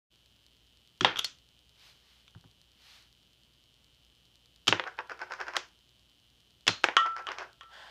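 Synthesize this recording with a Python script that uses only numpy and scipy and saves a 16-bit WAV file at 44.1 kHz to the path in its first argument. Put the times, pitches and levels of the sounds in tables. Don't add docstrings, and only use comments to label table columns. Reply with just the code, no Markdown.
import sys
import numpy as np
from scipy import signal
from scipy.fft import irfft
from scipy.io import wavfile
from scipy.ndimage import uniform_filter1d, minimum_filter1d

SR = 44100
rng = np.random.default_rng(int(sys.argv[2]) if len(sys.argv) > 2 else 0)


def persist_wave(psi):
    counts = np.round(np.clip(psi, -1, 1) * 32767).astype(np.int16)
    wavfile.write(sys.argv[1], SR, np.atleast_2d(counts).T)


N = 348390
TIME_S = np.arange(N) / SR
RING_S = TIME_S[:SR * 3 // 4]

CHIP_MODES = [(1424, -7.5, 0.034), (3105, -6, 0.031), (3190, 3, 0.013), (3470, -4, 0.039),
              (5930, -21, 0.057)]
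BENCH_MODES = [(104, -5, .14), (124, -9, .12), (171.2, -6, .16), (235, -4, .06), (295.2, -1, .08),
               (344, -.5, .1), (385, 1.5, .08)]
RIM_TICK_SPECTRUM = [(200, -19.5), (1500, 10.5), (3700, -10), (5200, -4.5), (6800, -15.5), (8500, -31.5),
                     (15000, -38.5)]


def amp(db):
    return 10 ** (np.asarray(db) / 20)


def unit(x):
    return x / np.sqrt(np.sum(x ** 2) + 1e-20)


def lookup(points, hz):
    table_hz, value = np.transpose(points)
    return np.interp(np.log(hz + 1), np.log(table_hz), value)


def add(mix, s, sound):
    part = mix[round(s * SR):][:len(sound)]
    part += sound[:len(part)]


def pulse(spectrum, tilt_db_oct=0, cut_hz=SR, order=5, size=4096):
    hz = abs(np.fft.fftfreq(size, 1 / SR))
    lowpass = 1 / np.hypot(1, (hz / cut_hz) ** order) + amp(-28.5)
    treble_db = tilt_db_oct * np.log2(np.hypot(hz, 2500) / 4000)
    log_gain = np.log(lowpass * amp(lookup(spectrum, hz) + treble_db))
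    return np.fft.ifft(np.exp(np.conj(signal.hilbert(log_gain)))).real[:size // 2]


def colour(x, spectrum):
    return signal.oaconvolve(x, unit(pulse(spectrum)))[:len(x)]


def ring(modes, detune=0., uneven_db=0.):
    out = np.zeros(len(RING_S))
    for k, (hz, db, t60_s) in enumerate(modes):
        weight, shift = rng.standard_normal(2)
        envelope = amp(db + uneven_db * weight - 60 * RING_S / t60_s)
        out += (-1) ** k * envelope * np.sin(2 * np.pi * hz * (1 + detune * shift) * RING_S)
    return out


def scatter(start_s, t60_s):
    return unit(rng.standard_normal(len(RING_S)) * amp(-60 * RING_S / t60_s) * (RING_S > start_s))


def room_tail():
    decay = [(100, 0.34), (1500, 0.26), (4000, 0.25), (7000, 0.25), (12000, 0.059)]
    hz, s, noise = signal.stft(rng.standard_normal(len(RING_S)), SR, nperseg=256)
    envelope = amp(-60 * s / lookup(decay, hz)[:, None])
    tail = signal.istft(noise * envelope, SR, nperseg=256)[1][:len(RING_S)]
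    return unit(tail * np.clip((RING_S - .005) / .0032, 0, 1))


def space(room_db, near_db, near_t60_s):
    near = amp(near_db) * scatter(.00027, near_t60_s)
    return signal.unit_impulse(len(RING_S)) + near + amp(room_db) * room_tail()


def swells(rows):
    return sum(amp(db) * np.exp(-.5 * ((TIME_S - s) / sigma_s) ** 2) for s, sigma_s, db in rows)


def grains(per_s, spread_db):
    size = amp(spread_db * np.minimum(rng.exponential(1, N), 3)) * rng.choice([-1, 1], N)
    return np.sqrt(N) * unit(size * (rng.random(N) < per_s / SR))


def click_train(first_s, period_s, jitter_s, uneven_db):
    out, s = np.zeros(N), np.arange(first_s, N / SR, period_s)
    late, size = rng.standard_normal((len(s), 2)).T
    out[np.clip((s + jitter_s * late) * SR, 0, N - 1).astype(int)] = amp(uneven_db * size)
    return np.sqrt(N) * unit(out)


def background():
    air_spectrum = [(20, -7.5), (55, 11.5), (130, 9.5), (500, -0.5), (900, -5.5), (2000, -7.5),
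                    (4500, -4.5), (8000, -14), (15500, -18)]
    hum_partials = [(59.2, -75), (118.4, -80.5)]  # f/Hz, rms level/dB
    buzz_spectrum = [(500, -30.5), (2100, -21), (2700, -8.5), (3040, 2), (3300, -4), (6000, -22.5),
                     (12000, -31.5)]
    tick_spectrum = [(500, -17), (2500, -7), (4200, 6), (6500, -6.5), (15000, -20)]  # f/Hz, level/dB
    air = amp(-70.5) * colour(rng.standard_normal(N), air_spectrum)
    hum = sum(amp(db) * np.sqrt(2) * np.sin(2 * np.pi * hz * TIME_S) for hz, db in hum_partials)
    sparks = click_train(first_s=0, period_s=1 / 240, jitter_s=.0005, uneven_db=1.4)
    sparks *= 1 + .56 * np.cos(2 * np.pi * 120 * TIME_S)
    buzz = colour(amp(-70) * sparks + amp(-78) * rng.standard_normal(N), buzz_spectrum)
    beacon = click_train(first_s=.0558, period_s=.1024, jitter_s=0, uneven_db=2.6)
    return air + hum + buzz + amp(-77) * colour(beacon, tick_spectrum)


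def contacts(s, db, tilt_db_oct, edge_lead_s):
    slap = (s, db, tilt_db_oct)
    if edge_lead_s < .003:
        return [slap]
    dull_db_oct = tilt_db_oct - 4
    edge = (s - edge_lead_s, db - 10.5, dull_db_oct)
    chatter = (s + .0026, db - 1, dull_db_oct)
    return [slap, edge, chatter]


def clacks():
    hits = [(1.0091, 4.5, -5.5, -33.5, 0.0029), (1.0308, -10, -5, -34, 0), (1.2452, 1.5, 5, -50, 0),
            (4.6796, 10, 1, -37, .0083), (4.6893, 1.5, 0, -33, 0), (5.5661, 0.5, 4.5, -61, 0.00028),
            (6.6784, 12, -1, -52.5, 0.01), (6.8412, 0, 3, -53, 0.0046)]
    crack_spectrum = [(60, -26.5), (300, -10), (900, -10.5), (1450, -1), (2100, -6), (3400, 3.5),
                      (4000, -3), (6000, -5.5), (7200, -12.5), (9200, -27), (11300, -25.5), (15500, -43)]
    out = np.zeros(N)
    for slap_s, slap_db, slap_db_oct, ring_db, edge_lead_s in hits:
        for s, db, tilt_db_oct in contacts(slap_s, slap_db, slap_db_oct, edge_lead_s):
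            blow = amp(ring_db) * ring(CHIP_MODES, detune=.0041, uneven_db=3)
            add(blow, 0, pulse(crack_spectrum, tilt_db_oct))
            path = space(room_db=-7, near_db=4.5, near_t60_s=.02025)
            add(out, s, amp(db - 4) * signal.fftconvolve(blow, path))
    return out


def thud(db, cut_hz):
    excited = [(hz, mode_db - 10 * np.log10(1 + (hz / cut_hz) ** 6), t60_s)
               for hz, mode_db, t60_s in BENCH_MODES]
    push = 1 - np.exp(-RING_S * cut_hz)
    return amp(db) * push * ring(excited, detune=.035, uneven_db=1.5)


def holder_thuds(rock_back_s=.01697):
    jolts = [(1.0090, -29, 553), (1.049, -35, 400), (2.3520, -37.5, 156.5), (2.4430, -45.5, 201),
             (4.6810, -29, 430), (4.7270, -36, 443), (6.6810, -30, 320)]
    out = np.zeros(N)
    for s, db, cut_hz in jolts:
        add(out, s, thud(db, cut_hz))
        add(out, s + rock_back_s, thud(db - 4, cut_hz / 2))
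    return out


def bending_wave(centre_hz=680, sigma_oct=.42):
    hz = np.fft.rfftfreq(len(RING_S), 1 / SR)
    band = np.exp(-.5 * (np.log2((hz + 1) / centre_hz) / sigma_oct) ** 2)
    group_delay_s = .0075 * np.sqrt(centre_hz / (hz + 1))
    return irfft(band * np.exp(-4j * np.pi * hz * group_delay_s), len(RING_S))


def knocks():
    landings = [(1.0471, 25.5, 4000, -11.5), (2.3500, -17, 1520, -8.5), (2.441, -19, 1470, -11),
                (4.691, 5, 1900, -14), (4.726, 20.5, 3300, -12.5), (4.7970, 11.5, 3300, -13),
                (4.8392, 0, 3500, -15), (4.9892, 4, 3300, -17), (5.567, 11, 5950, -14),
                (6.6915, 12, 2320, -26), (6.8413, 22.5, 2700, -15), (6.8867, 12.5, 2900, -10),
                (7.2890, 3.5, 3870, -7), (7.3852, -2, 6500, -6), (7.634, -16.5, 2660, -12)]
    knock_spectrum = [(50, -27.5), (200, -20.5), (370, -1.5), (620, -6), (880, 2.5), (1200, -1), (1550, 2),
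                      (2300, -.5), (3300, -2), (4000, -6), (5500, -4.5), (8500, -17.5), (15500, -30)]
    mat_modes = [(341.2, -1, 0.082), (487, 1.5, 0.17), (700, -2, 0.033), (905, -1.5, .05)]
    out = np.zeros(N)
    for s, db, cut_hz, room_db in landings:
        path = space(room_db, near_db=-2.5, near_t60_s=.022) + amp(-2) * bending_wave()
        path += amp(-52) * ring(mat_modes, detune=.038, uneven_db=3.5)
        knock = signal.fftconvolve(pulse(knock_spectrum, cut_hz=cut_hz), path)
        add(knock, 0, amp(-66) * ring(BENCH_MODES, detune=.019))
        add(out, s, amp(db - 6) * knock)
    return out


def chatters():
    touches = [(1.0477, 8, -11), (1.159, -11.5, -10), (1.1696, -8, -7), (1.1759, -12, -2),
               (1.1851, -12, -10), (1.1900, -2.5, 5), (1.1931, 0, 0.5), (2.2796, -28, -3.5)]
    touch_spectrum = [(900, -17), (1430, 0), (1800, -14), (2700, -3), (3250, 6.5), (3600, 6), (4000, -11),
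                      (5200, -13.5), (6000, -10.5), (8800, -31), (12000, -22.5), (15500, -43)]
    out = np.zeros(N)
    for s, db, tilt_db_oct in touches:
        touch = amp(-31) * ring(CHIP_MODES, detune=.01, uneven_db=4.5)
        add(touch, 0, unit(pulse(touch_spectrum, tilt_db_oct)))
        path = unit(space(room_db=-10.5, near_db=1, near_t60_s=.019))
        add(out, s, amp(db) * signal.fftconvolve(touch, path))
    return out


def magnet_pings():
    snaps = [(1.2442, -26, 4350, .09), (6.6801, -21, 4190, .3)]  # t/s, level/dB, pitch/Hz, echo t60/s
    magnet_modes = [(.62, -10.5, .025), (1, 0.5, 0.025), (1.62, -14.5, .02)]  # f/pitch, level/dB, t60/s
    out = np.zeros(N)
    for s, db, pitch_hz, echo_t60_s in snaps:
        tone = ring([(ratio * pitch_hz, mode_db, t60_s) for ratio, mode_db, t60_s in magnet_modes])
        path = unit(.5 * signal.unit_impulse(len(RING_S)) + scatter(0, echo_t60_s))
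        add(out, s, amp(db) * signal.fftconvolve(tone, path))
    return out


def sleeves():
    swishes = [(1.862, 0.056, -58.5), (2.12, 0.095, -67), (2.922, 0.084, -57.5)]  # t/s, sigma/s, level/dB
    cloth_spectrum = [(300, -20), (600, -6.5), (4300, 3), (8500, -16), (12500, -17), (15500, -23)]  # f/Hz, level/dB
    return colour(swells(swishes) * rng.standard_normal(N), cloth_spectrum)


def wobble_sweeps(max_turns=10, first_sigma_s=.01, shortening_s=.00966):
    spins = [(4.871, 5.60, .127, -36.5, 0.00066), (7.065, 7.47, 0.1249, -37.5, 0.0053)]  # start/s, end/s, first turn/s, level/dB, sigma growth per turn/s
    sweeps = []
    for s, end_s, first_turn_s, db, widening_s in spins:
        for turn in range(max_turns):
            sigma_s = first_sigma_s + turn * widening_s
            if s < end_s:
                sweeps.append((s, sigma_s, db - 10 * np.log10(sigma_s / first_sigma_s)))
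            s += first_turn_s - turn * shortening_s
    return swells(sweeps)


def wobbles():
    roll_spectrum = [(100, -45), (250, -23), (370, -1), (520, -6), (720, 1), (1250, 0.5), (1570, 5.5),
                     (1850, -6), (2600, -7.5), (3900, -38), (5300, -23), (7600, -48), (14000, -58.5)]
    pressure = wobble_sweeps()
    rolling = colour(pressure * grains(per_s=1600, spread_db=3.1), roll_spectrum)
    crackle = colour(pressure * grains(per_s=130, spread_db=-.5), RIM_TICK_SPECTRUM)
    return rolling + amp(-13) * crackle


def rim_ticks():
    catches = [(4.875, -16.5), (5.0970, -17.5), (5.1928, -21), (5.2166, -15.5), (5.3214, -11.5),
               (5.3371, -13), (5.4032, -14), (5.4133, -11.5), (5.4680, -23), (5.4825, -13), (5.5365, -17),
               (5.558, -10.5), (7.0627, -13.5), (7.1654, -14.5), (7.3180, -11)]
    tick = unit(pulse(RIM_TICK_SPECTRUM))
    out = np.zeros(N)
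    for s, db in catches:
        path = unit(space(room_db=-7.5, near_db=-2.5, near_t60_s=.013))
        add(out, s, amp(db) * signal.fftconvolve(tick, path))
    return out


def metal_case():
    hits = [(6.9676, 17.5), (6.9756, -2), (7.2690, -1), (7.61, -13)]  # t/s, level/dB
    case_modes = [(1102, 2, 0.11), (1178, -5.5, .34), (1206, -5, .42), (1335, 2, 0.6), (1876, -4.5, 0.16),
                  (1896, -12.5, 0.39), (2929, -5, 0.095), (2984, -0.5, 0.12), (3210, 0, .14),
                  (3460, -8, 0.099)]
    strike_spectrum = [(100, -29), (400, -5), (900, 3.5), (1400, 10), (2200, 2.5), (3400, 6), (4200, -8.5),
                       (6300, -9), (15500, -51.5)]
    damped_modes = [(hz, db, .07) for hz, db, _ in case_modes]
    out = np.zeros(N)
    for s, db in hits:
        tone = ring(case_modes)
        clank = amp(-2.5) * ring(damped_modes, detune=.06)
        path = space(room_db=-12, near_db=-5, near_t60_s=.031)
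        echo = amp(-11.5) * signal.fftconvolve(tone, room_tail())[:len(tone)]
        add(out, s, amp(db - 9.5) * signal.fftconvolve(pulse(strike_spectrum), path))
        add(out, s, amp(db - 41) * (tone + clank + echo))
    return out


def slide():
    drag_envelope = [(7.69, -69), (7.74, -51), (7.80, -51.5), (7.90, -53)]  # t/s, level/dB
    slide_spectrum = [(250, -22), (850, 4), (1200, -7), (1620, 5.5), (2100, -8), (3400, -3), (12000, -36)]  # f/Hz, level/dB
    s, db = np.transpose(drag_envelope)
    pressure = amp(np.interp(TIME_S, s, db, left=-np.inf))
    return colour(pressure * grains(per_s=4600, spread_db=1.7), slide_spectrum)


def scene():
    impacts = clacks() + chatters() + magnet_pings() + knocks() + holder_thuds()
    impacts += metal_case() + rim_ticks()
    friction = wobbles() + slide()
    rustle = sleeves()
    mat_path = unit(space(room_db=-11.5, near_db=-9.5, near_t60_s=.0095))
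    return (impacts + rustle + signal.oaconvolve(friction, mat_path)[:N] + background())[None]


def record(dry):
    silence_s, fade_s, ceiling, cut_hz = .1, .023, .7, 15500
    opened = dry * np.clip((TIME_S - silence_s) / fade_s, 0, 1)
    gain = ceiling / np.maximum(abs(opened), ceiling)
    limited = opened * uniform_filter1d(minimum_filter1d(gain, size=45), size=45)
    lowpass = signal.firwin(255, cut_hz, window=("kaiser", 9), fs=SR)
    return signal.oaconvolve(limited, lowpass[None], "same")


dry = scene()
out = record(dry)
persist_wave(out)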